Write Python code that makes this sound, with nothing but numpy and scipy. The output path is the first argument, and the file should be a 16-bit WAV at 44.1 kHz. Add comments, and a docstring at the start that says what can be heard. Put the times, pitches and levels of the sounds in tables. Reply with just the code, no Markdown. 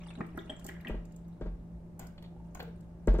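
"""Water glugs from a plastic bottle into a half-full plastic cup, then a thin stream patters into a small empty one.
Gulps are noisy slaps through the cup's ringing; bubbles are dying tones that climb a little, big and fine.
Spray, splashes and patter are short bursts of coloured noise, and a faint blurred note climbs as the cup fills.
The wooden table is bumped twice and sways, and at the end the bottle is set down on it: dying tones and noise.
An appliance hums in the small room, as wavering tones over soft ventilation noise."""
import sys
import numpy as np
from scipy import signal
from scipy.fft import rfft, irfft
from scipy.io import wavfile
from scipy.ndimage import uniform_filter1d, map_coordinates

SR = 44100
rng = np.random.default_rng(int(sys.argv[2]) if len(sys.argv) > 2 else 0)


def dump(signal):
    """Clip the signal to [-1, 1] and save it as 16-bit WAV at the path in sys.argv[1]."""
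    limited = np.clip(np.atleast_2d(signal).T, -1, 1)
    pcm = np.round(limited * 32767).astype(np.int16)
    wavfile.write(sys.argv[1], SR, pcm)


N = 141120

# hum tones of the appliance (f/Hz, level/dB, waver as a share)
HUM_TONES = [(56.5, -59.5, 1), (115.6, -62, 0.12), (169.44, -49.5, 0.35), (361.4, -73, 0.85),
             (595, -71, 0.21), (874, -79, 0.18)]
# how fast the hum wavers, as a spectrum (f/Hz, level/dB)
HUM_WAVER = [(1, 0), (6, -3), (16, -20), (60, -90)]
# colour of the ventilation noise (f/Hz, relative level/dB per Hz)
AIR_COLOUR = [(20, -2.5), (35, -15), (52, 5), (80, -2.5), (130, -8.5), (200, -2.5), (260, -10),
              (350, -11.5), (450, -17.5), (650, -18.5), (1000, -27), (2000, -38), (3500, -47.5),
              (9000, -50), (15000, -56.5)]
AIR_DB = -52
# how alike left and right are (f/Hz, likeness from 0 to 1)
LIKENESS = [(60, 0.99), (130, 0.74), (290, 0.84), (640, 0.45), (1400, 0.011), (15000, 0.035)]
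# how long the room's tail lasts (f/Hz, t60/s: time to fall 60 dB)
ROOM_T60 = [(100, 0.77), (400, 0.34), (1500, 0.42), (4000, 0.37), (8000, 0.25), (16000, 0.23)]
EARLY_S = 0.0004  # the quick scatter starts after this
# echoes off the cup's wall, the table and the wall behind (left delay/s, right delay/s, level/dB)
ECHOES = [(.0009, .00096, -13), (.0023, .0022, -19.5), (.0049, 0.0046, -14)]
EDGE_HZ = 15900  # the treble is cut off here

# knocks on the table (t/s, level/dB, sway/dB before doubling, contact click/dB)
KNOCKS = [(0.896, -32.5, -36.5, -60), (0.9423, -37.5, -41.5, -84), (1.411, -34, -38, -64),
          (1.459, -38.5, -37, -72), (3.0743, -21, -18.5, -43), (3.141, -28, -50, -52.5),
          (3.187, -27, -25.5, -53)]
# tones the table top rings with (f/Hz, relative level/dB, t60/s)
TABLE_MODES = [(173, -3.5, 0.095), (214, -8, 0.16), (349.3, -2, 0.091), (421, -12, 0.15), (497, -26, 0.092),
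               (617, -7, 0.08), (786, -12.5, 0.049), (898, -12.5, 0.051), (1108, -24, 0.15),
               (1280, -27, 0.074), (1595, -19, 0.084)]
# colour of the rattle (f/Hz, level/dB)
RATTLE_COLOUR = [(100, 2), (240, 3.5), (350, -10), (700, -11), (1500, -14.5), (2500, -21.5), (4000, -25.5),
                 (8000, -45.5), (16000, -60)]
RATTLE_DB, RATTLE_T60_S, RATTLE_RISE_S = -10, 0.16, 0.007  # level is relative to the knock
# the blow itself: a hollow tone inside a short bell-shaped swell
THOCK_HZ, THOCK_DB, THOCK_PEAK_S, THOCK_WIDTH_S = 420, 3.5, 0.0025, 0.0017
THOCK_DELAY_S = 0.00079
SWAY_HZ, SWAY_T60_S, SWAY_RISE_S, SWAY_LAG_S = 43.8, 0.4, 0.0051, 0.0093

# drops of spray on plastic (t/s, level/dB, brightest f/Hz)
TICKS = [(0.266, -61, 12900), (0.374, -53, 12200), (0.596, -53.5, 9000), (0.644, -46.5, 11000),
         (0.648, -47, 7160), (0.665, -38.5, 8450), (0.681, -51, 8000), (0.6883, -46.5, 10100),
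         (0.8104, -56.5, 15600), (0.8818, -49.5, 9700), (1.053, -57, 6960), (1.1218, -61, 8900),
         (1.1623, -53.5, 8000), (1.281, -66, 12400), (1.993, -47, 10800), (1.995, -45.5, 8950),
         (2.069, -50, 9100), (2.2252, -57.5, 11300), (2.461, -77, 12330), (2.548, -44.5, 8700),
         (2.597, -58, 13040), (2.6277, -52.5, 15500), (2.8077, -60.5, 8300)]
# colour of a tick before it is tilted towards its brightest pitch (f/Hz, level/dB)
TICK_COLOUR = [(1500, -2.5), (4000, 6), (5500, 5.5), (7300, 10.5), (9000, 1.5), (10500, -17.5),
               (12500, 7.5), (16000, -5)]
TICK_T60_S, TICK_OCTAVES = 0.009, 0.65  # 6 dB weaker for each TICK_OCTAVES away from the brightest pitch

# water drumming on the small cup's thin floor and wall (t/s, level/dB, t60/s)
PATTERS = [(1.993, -51.5, 0.12), (2.011, -53, 0.26), (2.03, -57, 0.18), (2.551, -40.5, 0.029),
           (2.571, -50, 0.042), (2.595, -47.5, 0.07), (2.602, -42, 0.052), (2.607, -56, 0.03),
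           (2.623, -56.5, 0.28)]
# colour of the drumming (f/Hz, level/dB)
PATTER_COLOUR = [(150, 9), (450, -2), (750, 3.5), (1200, -6), (1550, 2), (1750, -11.5), (2100, -7.5),
                 (4300, -22), (5600, -25.5), (7200, -38), (10500, -60), (13000, -22.5), (16000, -22.5)]
# wet splashes of the stream on the water (t/s, level/dB, t60/s)
SPLASHES = [(0.104, -49, 0.037), (0.153, -51, 0.021), (2.005, -64.5, 0.083), (2.179, -53, 0.059),
            (2.224, -56.5, 0.071), (2.24, -56.5, 0.13), (2.594, -51, 0.077), (2.602, -43.5, 0.061),
            (2.624, -64, 0.32)]
# colour of the splashes (f/Hz, level/dB)
SPLASH_COLOUR = [(800, 9.5), (1500, 1), (3000, 4), (4400, 3.5), (5500, -25), (7500, -14), (16000, -67)]
# the note of the air in the small cup as it fills (t/s, f/Hz, level/dB of its blur)
FILLING = [(2.2, 620, -76), (2.32, 720, -69), (2.39, 860, -62), (2.45, 890, -65), (2.52, 960, -82)]
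# the slow noise that blurs that note (f/Hz, level/dB)
FILLING_BLUR = [(1, 0), (50, 0), (130, -18), (400, -70)]

# loudness of the fine bubbles under the stream (t/s, level/dB)
FLOW = [(0, -62.5), (.14, -71), (.3, -74.5), (.45, -69), (.7, -70.5), (.9, -76), (1.05, -82), (1.3, -80.5),
        (1.95, -96), (2.05, -80), (2.3, -87), (2.45, -81.5), (2.65, -78.5), (2.9, -85)]
# colour of the fine bubbles (f/Hz, level/dB)
FIZZ_COLOUR = [(600, 4.5), (1200, -8.5), (2000, -7), (3500, -1.5), (5200, -7.5), (7500, 0), (10000, -29.5),
               (14000, -7)]
FIZZ_PER_S, FIZZ_SPREAD_DB, FIZZ_RISE_S = 1600, 4.5, 0.0003
FIZZ_T60_S = 0.009  # for a bubble at 2000 Hz

# loudness of the mid-sized bubbles churning in the big cup (t/s, gain/dB)
GURGLE_LEVEL = [(0, -63.5), (.12, -62.5), (.3, -70.5), (.42, -67), (0.601, -66.5), (.72, -60.5), (.9, -61),
                (1.0, -73), (1.149, -80)]
GURGLE_COUNT, GURGLE_T60_S = 200, 0.028
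GURGLE_HZ, GURGLE_OCTAVES, GURGLE_SPREAD_DB = 1750, 0.42, 3.5  # middle pitch, random spread of pitch and level

# single bubbles (t/s, f/Hz at the start, level/dB before flutter, t60/s)
BUBBLES = [(0.083, 3620, -53, 0.063), (0.106, 2560, -51, 0.023), (0.153, 3790, -53, 0.027),
           (0.208, 303, -63, 0.13), (0.206, 1213, -33.5, 0.012), (0.208, 1987, -50.5, 0.033),
           (0.209, 2300, -49.5, 0.033), (0.376, 1345, -41.5, 0.021), (0.378, 395, -44, 0.11),
           (0.388, 3640, -49.5, 0.027), (0.390, 3310, -43.5, 0.017), (0.4951, 3102, -41, 0.025),
           (0.498, 3216, -42.5, 0.03), (0.495, 642, -45, 0.24), (0.498, 7860, -53, 0.023),
           (0.5642, 7470, -52.5, 0.017), (0.686, 342, -43, 0.21), (0.689, 1834, -45, 0.045),
           (0.694, 1584, -42.5, 0.025), (0.746, 1630, -53.5, 0.081), (0.848, 1856, -39.5, 0.019),
           (0.871, 2830, -42.5, 0.019), (0.874, 2424, -45, 0.061), (0.884, 1910, -43, 0.022),
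           (2.245, 3530, -63, .04), (2.603, 2866, -55, 0.028), (2.623, 465, -44, 0.066),
           (2.676, 444, -47, 0.059)]
BUBBLE_RISE_S = 0.00099
BUBBLE_GLIDE = 0.028  # share the pitch climbs in one t60; it stops after two
BUBBLE_WOBBLE, BUBBLE_FLUTTER_DB = 0.045, 3  # churning water shakes the pitch (share) and the level

# gulps landing in the big cup (t/s, level/dB before length scaling, length/s, highest f/Hz)
GULPS = [(0.172, -48.5, 0.05, 1310), (0.202, -36.5, 0.0065, 1400), (0.206, -40, 0.008, 2130),
         (0.342, -49.5, 0.008, 910), (0.371, -38.5, 0.011, 1874), (0.494, -41.5, 0.0046, 1900),
         (0.516, -45.5, 0.0033, 2300), (0.646, -46.5, 0.008, 1440), (0.681, -48, 0.015, 3305),
         (0.848, -50.5, 0.043, 2300)]
# water and cup ring with (f/Hz, width/Hz, relative level/dB)
CUP_MODES = [(301, 122, 14), (413.7, 270, 5), (650.5, 45, 4), (801, 77, 0), (1083, 140, -5),
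             (1315, 95, -4.5), (1638, 155, 3), (1935, 69, 3.5), (2325, 34, 0.5), (2835, 960, 7)]


def amp(db):
    """Turns decibels into gain."""
    return 10 ** (np.asarray(db) / 20)


def unit(x):
    """Scales a sound to an rms (average strength) of 1."""
    return x / np.sqrt(np.mean(x ** 2) + 1e-20)


def read(points, hz):
    """Reads a table between its points, on a log-frequency axis."""
    f, value = np.transpose(points)
    return np.interp(np.log(hz + 1), np.log(f + 1), value)


def add(mix, s, sound):
    """Mixes a sound in at time s."""
    part = mix[max(round(s * SR), 0):][:len(sound)]
    part += sound[:len(part)]


def clock(size):
    """Gives the sample times in seconds."""
    return np.arange(size) / SR


def fade(t, t60):
    """Falls 60 dB in t60 seconds."""
    return np.exp(-np.log(1000) * t / t60)


def noise(colour, size):
    """Makes noise of rms 1 with the given spectrum and random phases."""
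    hz = np.fft.rfftfreq(size, 1 / SR)
    phases = np.exp(2j * np.pi * rng.random(len(hz)))
    return unit(irfft(amp(read(colour, hz)) * phases, size))


def pair(x):
    """Blends two unrelated channels into left and right, nearly alike in the bass."""
    z = rfft(x)
    same = np.clip(read(LIKENESS, np.fft.rfftfreq(x.shape[1], 1 / SR)), 0, 1)
    mid = z[0] * np.sqrt((1 + same) / 2)
    side = z[1] * np.sqrt((1 - same) / 2)
    return irfft(np.array([mid + side, mid - side]), x.shape[1])


def background():
    """Hum tones waver in strength and phase over soft ventilation noise."""
    t, hum = clock(N), np.zeros(N)
    for hz, db, waver in HUM_TONES:
        a, b = (noise(HUM_WAVER, N) for _ in range(2))
        wavering = 1 + waver * (a + 1j * b) / np.sqrt(2)
        tone = np.exp(2j * np.pi * (hz * t + rng.random()))
        hum += amp(db) * np.sqrt(2) * (wavering * tone).real
    air = pair(np.array([noise(AIR_COLOUR, N), noise(AIR_COLOUR, N)]))
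    return hum + amp(AIR_DB) * air


def room(x, early_db, early_t60, tail_db, left_db, lag_s):
    """Adds quick scatter from cups and bottle and a small room's tail; the left side hears it all lag_s later."""
    t = clock(size=24576)
    taps = rng.standard_normal((2, len(t)))
    # the tail is noise in which each pitch dies at its own speed
    hz, when, z = signal.stft(taps, SR, nperseg=256)
    dying = z * fade(when, read(ROOM_T60, hz)[:, None])
    tail = signal.istft(dying, SR, nperseg=256)[1][:, :len(t)]
    tail = tail * np.minimum(t / 0.0028, 1)
    early = rng.standard_normal(taps.shape) * (t > EARLY_S) * fade(t, early_t60)
    echoes = pair(amp(early_db) * unit(early) + amp(tail_db) * unit(tail)) / np.sqrt(len(t))
    both = x + signal.fftconvolve(np.atleast_2d(x), echoes, axes=1)[:, :N]
    left = map_coordinates(both[0], [np.arange(N) - lag_s * SR], order=5)
    return np.array([left, both[1]]) * amp([[left_db / 2], [-left_db / 2]])


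def echoed(x):
    """Adds distinct echoes of nearby surfaces, timed differently on each side."""
    out = np.array([x, x])
    for left_s, right_s, db in ECHOES:
        add(out[0], left_s, amp(db) * x)
        add(out[1], right_s, amp(db) * x)
    return out


def sway():
    """After a knock the whole table wobbles with a deep, dying thud."""
    out, t = np.zeros(N), clock(size=30000)
    swell = 1 - np.exp(-t / SWAY_RISE_S)
    thud = 2 * swell * fade(t, SWAY_T60_S) * np.sin(2 * np.pi * SWAY_HZ * t)
    for s, _, db, _ in KNOCKS:
        add(out, s + SWAY_LAG_S, -amp(db) * thud)
    return out


def tick(bright_hz):
    """A very short snap of thin plastic: noise strongest around one pitch."""
    t = clock(size=2048)
    colour = [(hz, db - 6 * abs(np.log2(hz / bright_hz)) / TICK_OCTAVES) for hz, db in TICK_COLOUR]
    return noise(colour, len(t)) * np.minimum(t / 0.00015, 1) * fade(t, TICK_T60_S)


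def knocks():
    """A contact click comes first, then a hollow thock, the table top's ringing and a dull rattle."""
    out, t = np.zeros(N), clock(size=16384)
    wood = sum(amp(db) * fade(t, t60) * np.sin(2 * np.pi * hz * t) for hz, db, t60 in TABLE_MODES)
    swell = np.exp(-((t - THOCK_PEAK_S) / THOCK_WIDTH_S) ** 2)
    thock = amp(THOCK_DB) * swell * np.sin(2 * np.pi * THOCK_HZ * t)
    for s, db, _, click_db in KNOCKS:
        rattle = amp(RATTLE_DB) * noise(RATTLE_COLOUR, len(t)) * fade(t, RATTLE_T60_S)
        add(out, s, amp(db) * rattle * np.minimum(t / RATTLE_RISE_S, 1))
        add(out, s + THOCK_DELAY_S, -amp(db) * (thock + wood) * np.minimum(t / 0.001, 1))
        add(out, s - 0.001, amp(click_db) * tick(bright_hz=6760))
    return out


def spray():
    """Stray drops tick on the plastic cups."""
    out = np.zeros(N)
    for s, db, hz in TICKS:
        add(out, s, amp(db) * tick(hz))
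    return out


def patter(bursts, colour, grain_db):
    """A thin stream lands in bursts of noise, grainy in level and dying away."""
    out, t = np.zeros(N), clock(size=12000)
    for s, db, t60 in bursts:
        bumps = unit(uniform_filter1d(rng.standard_normal(len(t)), size=90))
        grains = unit(amp(grain_db * bumps))
        burst = noise(colour, len(t)) * grains * np.minimum(t / 0.0004, 1) * fade(t, t60)
        add(out, s, amp(db) * burst)
    return out


def filling():
    """The air in the small cup gives a faint blurred note that climbs as the cup fills."""
    s, hz, db = np.transpose(FILLING)
    t = clock(N)
    blur = noise(FILLING_BLUR, N)
    note = np.sin(2 * np.pi * np.cumsum(np.interp(t, s, hz)) / SR)
    return np.interp(t, s, amp(db), left=0, right=0) * blur * note


def bubble(hz, t60, rise_s):
    """A trapped bubble swells into a wobbling, dying tone that climbs as it nears the surface."""
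    t = clock(size=6000)
    wobble, flutter = unit(uniform_filter1d(rng.standard_normal((2, len(t))), size=110))
    climb = BUBBLE_GLIDE * np.minimum(t / t60, 2)
    turns = np.cumsum(hz * (1 + climb + BUBBLE_WOBBLE * wobble)) / SR
    shape = (1 - np.exp(-(t / rise_s) ** 2)) * fade(t, t60)
    return shape / shape.max() * amp(BUBBLE_FLUTTER_DB * flutter) * np.sin(2 * np.pi * turns)


def fizz():
    """Many tiny bubbles at random times follow the flow; small, high ones die sooner."""
    out = np.zeros(N)
    pitches = np.geomspace(600, 14000, 48)
    for hz in pitches:
        starts = rng.random(N) < FIZZ_PER_S / len(pitches) / SR
        hits = starts * amp(FIZZ_SPREAD_DB * np.minimum(rng.exponential(1, N), 4))
        tiny = bubble(hz, FIZZ_T60_S * (2000 / hz) ** 0.63, FIZZ_RISE_S)
        out += amp(read(FIZZ_COLOUR, hz)) * signal.oaconvolve(hits, tiny)[:N]
    return unit(out) * amp(np.interp(clock(N), *np.transpose(FLOW)))


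def gurgle():
    """Overlapping bubbles of random pitch and strength churn at random times around the gulps."""
    out = np.zeros(N)
    times = rng.uniform(0, GURGLE_LEVEL[-1][0], GURGLE_COUNT)
    draws = rng.standard_normal((GURGLE_COUNT, 2)).clip(-2, 2)
    for s, (pitch, strength) in zip(times, draws):
        hz = GURGLE_HZ * 2 ** (GURGLE_OCTAVES * pitch)
        add(out, s, amp(GURGLE_SPREAD_DB * strength) * bubble(hz, GURGLE_T60_S, BUBBLE_RISE_S))
    return out * amp(np.interp(clock(N), *np.transpose(GURGLE_LEVEL)))


def bubbles():
    """Single bubbles ring as clearly heard plinks."""
    out = np.zeros(N)
    for s, hz, db, t60 in BUBBLES:
        add(out, s, amp(db) * bubble(hz, t60, BUBBLE_RISE_S))
    return out


def gulps():
    """Each slug of water is a short flurry of slaps that rings the cup up to the slug's highest pitch."""
    out, t = np.zeros(N), clock(size=4096)
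    for s, db, length, top_hz in GULPS:
        push = np.minimum(t / 0.0037, 1) * np.exp(-np.maximum(t - length, 0) / 0.0023)
        slug = np.zeros(len(t))
        for hz, width, mode_db in CUP_MODES:
            # a randomly drifting phase makes the slaps as wide in pitch as the ringing
            start = 2 * np.pi * rng.random()
            drift = np.cumsum(rng.standard_normal(len(t))) * np.sqrt(2 * np.pi * width / SR)
            slaps = np.exp(1j * (start + drift))
            ring = signal.lfilter([1], [1, -np.exp(-np.pi * width / SR)], push * slaps)
            tone = unit((ring * np.exp(2j * np.pi * hz * t)).real)
            slug += amp(mode_db) / np.sqrt(1 + (hz / top_hz) ** 16) * tone
        add(out, s, amp(db) * unit(slug) * np.sqrt(length / t[-1]))  # longer slugs carry more energy
    return out


def scene():
    """Puts water, plastic, table and hum together in one small room."""
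    plinks = room(echoed(bubbles() + gurgle()),
                  early_db=-5.5, early_t60=0.039, tail_db=-6, left_db=2, lag_s=0.00002)
    glugs = room(echoed(gulps()), early_db=-1.5, early_t60=0.017, tail_db=-4, left_db=0, lag_s=0.0001)
    fine = room(fizz(), early_db=4, early_t60=0.07, tail_db=-5.5, left_db=-0.5, lag_s=0.00006)
    splashes = room(patter(SPLASHES, SPLASH_COLOUR, grain_db=1.5),
                    early_db=-4, early_t60=0.0085, tail_db=-9, left_db=0, lag_s=-0.00013)
    drops = room(spray(), early_db=2, early_t60=0.022, tail_db=-3, left_db=-1, lag_s=0.00007)
    drumming = room(patter(PATTERS, PATTER_COLOUR, grain_db=1),
                    early_db=3.5, early_t60=0.022, tail_db=-2, left_db=1.5, lag_s=-0.00013)
    table = room(knocks(), early_db=-16.5, early_t60=0.051, tail_db=-7, left_db=2.5, lag_s=-0.00011) + sway()
    water = plinks + glugs + fine + splashes + filling()
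    return water + drops + drumming + table + background()


def record(dry):
    """Cuts off the treble above EDGE_HZ."""
    lowpass = signal.firwin(511, EDGE_HZ, window=("kaiser", 9), fs=SR)
    return signal.oaconvolve(dry, lowpass[None], "same")


dry = scene()
out = record(dry)
dump(out)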